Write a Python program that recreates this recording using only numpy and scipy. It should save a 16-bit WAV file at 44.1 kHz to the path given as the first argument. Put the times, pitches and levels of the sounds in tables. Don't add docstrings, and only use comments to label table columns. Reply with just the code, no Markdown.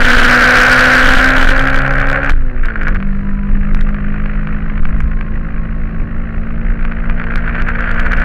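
import sys
import numpy as np
from scipy import signal
from scipy.fft import rfft, irfft, next_fast_len
from scipy.io import wavfile
from scipy.ndimage import uniform_filter1d, map_coordinates

SR = 44100
rng = np.random.default_rng(int(sys.argv[2]) if len(sys.argv) > 2 else 0)


def output_pcm(signal):
    pcm = np.clip(np.atleast_2d(signal).T, -1, 1) * 32767
    wavfile.write(sys.argv[1], SR, np.round(pcm).astype(np.int16))


N = 363384

# (time_s, throttle from 0 to 1)
THROTTLE_OPENING = [(2.3, 0.99), (2.36, 0), (2.75, 0.4), (2.93, 0.82)]
LIFT_S = 2.345


def crank():
    low_gear_speed, low_gear_gain = 121.05, 7.23
    high_gear_speed, high_gear_gain, drag_per_s = 97.6, 4.43, .068
    catch_s, clutch_s, coast_per_s = 2.79, 2.9, .6
    driveline_hz, driveline_decay_s = 5.645, .065
    t = np.arange(N) / SR
    low_gear = low_gear_speed + low_gear_gain * np.minimum(t, LIFT_S)
    free = low_gear * np.exp(-coast_per_s * (np.clip(t, LIFT_S, catch_s) - LIFT_S))
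    since = np.maximum(t - clutch_s, 0)
    pull = high_gear_speed + high_gear_gain * (1 - np.exp(-drag_per_s * since)) / drag_per_s
    slip = np.exp(-since / driveline_decay_s) * np.cos(2 * np.pi * driveline_hz * since)
    return pull + slip * (free - pull)


def shaking(speed):
    # (turns_per_s, half_width_turns_per_s, level_db)
    shake_peaks = [(102.3, 2.3, -33.5), (117.96, 2.9, -26), (125.75, 7.27, -5.5), (137.23, 2.57, -19.5)]
    # (start_s, hold_s, level_db)
    judder_times = [(2.624, .07, -25.5), (2.751, 0.13, -24.5)]
    rise_s, decay_s = 0.033, 0.065
    judder = sum(amp(db) * burst(s, rise_s, hold_s, decay_s) for s, hold_s, db in judder_times)
    return loaded(resonant(speed, -41.5, shake_peaks), shut_db=-42) + judder


def buzz(turns, speed, shake):
    cylinder_shares = [0, -10.5, -8, 2.5]
    # (pitch_hz, relative_level_db_per_hz)
    grit_color = [(1200, -30.5), (2200, 5.5), (2900, 0.5), (3500, -7), (4100, -1.5), (5000, -23),
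                  (6000, -15), (8000, -23.5), (15000, -30)]
    level_db = 20 * np.log10(shake)
    at = np.flatnonzero(np.diff(np.floor(2 * turns)))
    size, late = rng.standard_normal((len(at), 2)).T
    ragged = np.interp(level_db[at], [-30, -21, -15, -7], [1.7, 1.05, 1, .35])
    high = np.clip((speed[at] - 117) / 13, 0, 1)
    pattern_share = np.interp(speed[at], [111, 116, 130], [.95, .55, .95])
    pattern_db = np.resize(cylinder_shares, len(at)) * pattern_share
    bunch_db = (6.5 - 4 * high) * np.tanh(1.4 * wobble(45)[at])
    size_db = ragged * (pattern_db + bunch_db + 1.4 * size)
    hit_at = np.clip(at + (0.0002 * SR * late).astype(int), 0, N - 1)
    hits = np.bincount(hit_at, amp(size_db), N)
    one_hit = twang(start_hz=2677, end_hz=1362, fall_s=0.0011, peak_s=0.0019)
    chirps = signal.fftconvolve(hits, one_hit)[:N]
    t = np.arange(SR // 100) / SR
    contact = signal.fftconvolve(hits, t / .0008 * np.exp(-t / 0.00099))[:N]
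    scrape = panel_ring(contact * noise())
    ring = steady(unit(chirps) + .48 * unit(scrape), span_s=.13)
    loose_db = np.interp(level_db, [-35, -28.5, -29.5, 8.5], [-9.0, -4.5, 0.0, -1])
    grit_db = np.interp(level_db, [-22, -15, -8], [-42, -27, -17])
    grit = steady(coloured(contact * noise(), grit_color), span_s=0.39)
    return amp(level_db) * (amp(loose_db) * ring + amp(grit_db) * grit)


def twang(start_hz, end_hz, fall_s, peak_s):
    t = np.arange(SR // 80) / SR
    hz = end_hz + (start_hz - end_hz) * np.exp(-t / fall_s)
    swell = (t / peak_s * np.exp(1 - t / peak_s)) ** 3
    return swell * np.sin(2 * np.pi * np.cumsum(hz) / SR)


def panel_ring(force, soft_hz=3000):
    # (pitch_hz, width_hz, relative_level_db)
    panel_modes = [(1546, 160, 3.5), (1960, 290, -8), (2255, 170, -1.5), (1222, 240, -1), (760, 780, -14.5),
                   (4270, 420, -9.5)]

    def response(f):
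        modes = sum(amp(db) * 1j * f * width / (hz * hz - f * f + 1j * f * width)
                    for hz, width, db in panel_modes)
        return modes / (1 + (f / soft_hz) ** 6)

    return filtered(force, response)


def slaps():
    # (time_s, relative_level_db)
    slap_times = [(2.2949, -2), (2.6566, -12.5), (2.8819, -7.5), (2.9592, -13.5), (3.0021, -18),
                  (3.026, -15), (3.7466, -10), (3.9445, -16), (4.2592, -15), (4.4716, -15), (4.778, -17),
                  (4.853, -11.5), (5.004, -12.5), (5.2102, -13.5), (6.8505, -11.5), (6.9207, -14.5),
                  (7.0975, -10), (7.2395, -12.5), (7.3569, -7.5), (7.5528, -10), (7.6205, -10.5)]
    force = np.zeros(N)
    for s, db in slap_times:
        force[round((s + .001) * SR)] += amp(db)
        force[round((s + rng.uniform(.003, .006)) * SR)] += amp(db - 11)
    one_knock_peak = np.abs(panel_ring(signal.unit_impulse(N, SR))).max()
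    return amp(2.5) * panel_ring(force) / one_knock_peak


def growl(turns, speed, shake):
    # (waves_per_crank_turn, then relative levels: top_revs_db, middle_revs_db, throttle_shut_db)
    growl_orders = [(2.5, -13.5, 5.5, -21), (3, -17.5, -9, 2), (3.5, -19.5, -1.5, -28),
                    (4, -0.5, -12.5, -1), (4.5, -8, -4, -17), (5, -19.5, -5.5, -16.5),
                    (5.5, -6.5, -10, -25.5), (6, -4, -13.5, -11.5), (6.5, -17.5, -17.5, -24),
                    (7, -20.5, -12.5, -17), (7.5, -17, -21.5, -30.5), (8, -7.5, -19, -18)]
    throttle = curve(THROTTLE_OPENING)
    high = np.clip((speed - 109) / 13, 0, 1)
    rough = np.maximum(throttle, .45) * np.interp(speed, [112, 126, 136], [.55, .85, 1.5])
    tones = np.zeros(N)
    for order, top_db, mid_db, shut_db in growl_orders:
        open_db = high * top_db + (1 - high) * mid_db
        db = throttle * open_db + (1 - throttle) * shut_db
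        tones += amp(db) * order_tone(turns, order, waver_db=2.0, jitter=0.014 * order * rough)
    rasp_color = [(150, -22.0), (350, -0.5), (560, 16.5), (750, 2.5), (920, -10.5), (1100, -2.0),
                  (1500, -8.5), (3000, -41.5), (8000, -80)]
    rasp = coloured(noise(), rasp_color)
    overrun = amp(-45) * burst(LIFT_S + .07, rise_s=0.083, hold_s=0.068, decay_s=0.05)
    gain = loaded(amp(-45), shut_db=-57) + overrun + amp(-18.5) * shake ** .78
    return gain * (tones + amp(-1) * rough * rasp)


def boom(turns, speed):
    # (waves_per_crank_turn, throttle_open_db, throttle_shut_db, waver_db, phase_jitter_cycles)
    low_orders = [(1, -44, -30.5, 2, 0.064), (1.5, -33, -49.5, 1.06, .011), (2, -29.5, -33.5, 0.93, 0.0055)]
    # (waves_per_crank_turn, turns_per_s, half_width_turns_per_s, level_db)
    boom_peaks = [(1, 125.5, 6.4, -27.5), (1, 135, 4, -25), (1.5, 103.8, 8.2, -25.5),
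                  (1.5, 115.5, 3.5, -28.5), (2, 99.9, 4.16, -21.5), (2, 114.5, 5.6, -40),
                  (2, 122.5, 2.2, -21), (2, 129.3, 4.2, -21)]
    tones = np.zeros(N)
    for order, open_db, shut_db, waver_db, jitter in low_orders:
        peaks = [row[1:] for row in boom_peaks if row[0] == order]
        gain = loaded(resonant(speed, open_db, peaks), shut_db)
        tones += gain * order_tone(turns, order, waver_db, jitter)
    return tones


def valves(turns, speed):
    # (pitch_hz, relative_level_db_per_hz)
    churn_color = [(300, -25), (600, -5), (900, -14.5), (1200, -1), (1450, 0), (1900, -1.5), (2200, -7.5),
                   (2550, -10.5), (3000, -20), (3500, -34.5), (4100, -38), (5000, -58), (8000, -74.5),
                   (15000, -91)]
    # (turns_per_s, half_width_turns_per_s, relative_level_db)
    churn_peaks = [(103.5, 2.96, -30.5), (122.3, 6.8, -18.5)]
    gain = loaded(resonant(speed, -33.5, churn_peaks), shut_db=-39.5)
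    swell_db = 6.5 * np.cos(np.pi * turns) + np.cos(4 * np.pi * turns) + 2.2 * wobble(70)
    churn = unit(amp(swell_db) * coloured(noise(), churn_color))
    return gain * amp(-3.0) * churn


def whine(turns, speed):
    # (turns_per_s, half_width_turns_per_s, level_db)
    whine_peaks = [(99.6, 1, -47.5), (107.6, 2.8, -50.5), (109.4, 4.2, -56)]
    return resonant(speed, -61.5, whine_peaks) * order_tone(turns, order=10, waver_db=2, jitter=.04)


def bumps():
    # (start_s, bounce_hz, peak_level_db)
    bump_times = [(3.508, 24, -5.5), (3.72, 23, -3.5), (4.8, 15.2, 1), (7.05, 23, -8.5), (7.347, 21, -6.5),
                  (7.611, 23, -9), (7.97, 26, -8.5)]
    heave = np.zeros(N)
    for s, hz, db in bump_times:
        cycles = np.clip((np.arange(N) / SR - s) * hz, 0, 1.5)
        fade = np.abs(np.sin(np.pi * cycles / 1.5)) ** .3
        heave -= amp(db) * np.sin(2 * np.pi * cycles) * fade
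    return heave


def jolting():
    # (start_s, hold_s, shudder_level_db, thud_level_db)
    rough_patches = [(0.0, 0.15, -4, -21), (1.011, .16, -10, -29.5), (1.354, 0.12, -8.5, -22.5),
                     (1.673, 0.039, -15, -17.5), (2.272, 0.078, -10, -18.5), (2.517, 0.13, -19.5, -28.5),
                     (2.851, 0.054, -22.5, -19), (3.492, .1, -23, -23), (3.719, .06, -13.5, -33.5),
                     (4.716, .3, -20, -15.5), (6.639, 0.04, -12.5, -25.5), (7.887, .35, -18, -21.5)]
    shudder, thud = np.zeros((2, N))
    for s, hold_s, shudder_db, thud_db in rough_patches:
        crossing = burst(s, rise_s=.05, hold_s=hold_s, decay_s=.045)
        shudder += amp(shudder_db) * crossing
        thud += amp(thud_db) * crossing
    return shudder, thud


def road(rough_shudder, rough_thud):
    # (time_s, turns_per_s)
    wheel_turns = [(0, 17.8), (2.3, 22.35), (4.3, 23), (8.24, 29.56)]
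    # (turns_per_s, half_width_turns_per_s, level_db)
    hop_peaks = [(21.61, 1.4, -21.5), (27.4, 0.5, -28)]
    # (pitch_hz, relative_level_db_per_hz)
    shudder_color = [(6, -36), (14, -14), (19, 1), (23, 0.5), (27, -2), (34, -14), (50, -26), (100, -93.5),
                     (300, -140)]
    rumble_color = [(20, -20), (34, -1.5), (48, 0.5), (65, -9.5), (90, -11.5), (130, -15), (200, -22),
                    (300, -26.5), (500, -37.5), (800, -42), (1500, -53.5), (4000, -95.5), (12000, -120)]
    thud_color = [(20, -16), (36, 0.5), (55, 3.5), (80, -12), (120, -23.5), (250, -34), (600, -71.5),
                  (2000, -120)]
    wind_color = [(300, 5), (1500, 8.5), (2600, 5), (3400, -8.5), (4100, 0.5), (5000, -11.5), (8000, -19.5),
                  (15000, -26.5)]
    wheel_rate = curve(wheel_turns)
    wheel = order_tone(np.cumsum(wheel_rate) / SR, order=1, waver_db=1.0, jitter=0.084)
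    hop = resonant(wheel_rate, -16, hop_peaks)
    shake = steady(wheel + 1.31 * coloured(noise(), shudder_color), span_s=0.2)
    shudder = (hop + rough_shudder) * shake
    rolling = amp(-23.5 + 3.5 * np.log2(wheel_rate / wheel_rate[0]))
    rumble = rolling * steady(coloured(noise(), rumble_color), span_s=0.16)
    thud = rough_thud * steady(coloured(noise(), thud_color), span_s=0.14)
    wind = amp(-55 + 1.3 * wobble(4.2)) * coloured(noise(), wind_color)
    return shudder + rumble + thud + wind


def order_tone(turns, order, waver_db, jitter):
    phase = order * turns + rng.random() + jitter * wobble(30)
    return np.sqrt(2) * amp(waver_db * wobble(22)) * np.sin(2 * np.pi * phase)


def resonant(speed, base_db, peaks):
    swells = sum(amp(db) * np.exp(-((speed - centre) / width) ** 2) for centre, width, db in peaks)
    return amp(base_db) + swells


def loaded(open_gain, shut_db):
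    throttle = np.clip(curve(THROTTLE_OPENING), 0, 1)
    return open_gain ** throttle * amp(shut_db * (1 - throttle))


def burst(start_s, rise_s, hold_s, decay_s):
    t = np.arange(N) / SR - start_s
    return np.clip(t / rise_s, 0, 1) * np.exp(-np.maximum(t - rise_s - hold_s, 0) / decay_s)


def curve(rows):
    s, value = np.transpose(rows)
    return np.interp(np.arange(N) / SR, s, value)


def wobble(rate):
    coarse = np.arange(0, N + 64, 64)
    points = rng.standard_normal(int(N * rate / SR) + 4)
    smooth = map_coordinates(points, [coarse * rate / SR])
    return np.interp(np.arange(N), coarse, smooth)


def noise():
    return rng.standard_normal(N)


def filtered(x, response):
    size = next_fast_len(N + SR // 2)
    return irfft(rfft(x, size) * response(np.fft.rfftfreq(size, 1 / SR)), size)[:N]


def coloured(x, points):
    hz, db = np.transpose(points)
    return unit(filtered(x, lambda f: amp(np.interp(np.log(f + 1), np.log(hz), db))))


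def steady(x, span_s):
    power = np.abs(uniform_filter1d(x ** 2, int(span_s * SR) + 1))
    return x / np.sqrt(power + 1e-12)


def unit(x):
    return x / np.sqrt(np.mean(x ** 2) + 1e-20)


def amp(db):
    return 10 ** (np.asarray(db) / 20)


def scene():
    speed = crank()
    turns = np.cumsum(speed) / SR
    shake = shaking(speed)
    rough_shudder, rough_thud = jolting()
    panel = buzz(turns, speed, shake + amp(-23) * rough_shudder) + slaps()
    engine = growl(turns, speed, shake) + boom(turns, speed) + valves(turns, speed) + whine(turns, speed)
    body = bumps() + road(rough_shudder, rough_thud)
    return (engine + panel + body)[None]


def record(dry):
    top_hz = 15750
    clipped = np.clip(dry[0], -.7, .7)
    hiss = amp(-91.5) * noise()
    return filtered(clipped + hiss, lambda f: f < top_hz)[None]


dry = scene()
out = record(dry)
output_pcm(out)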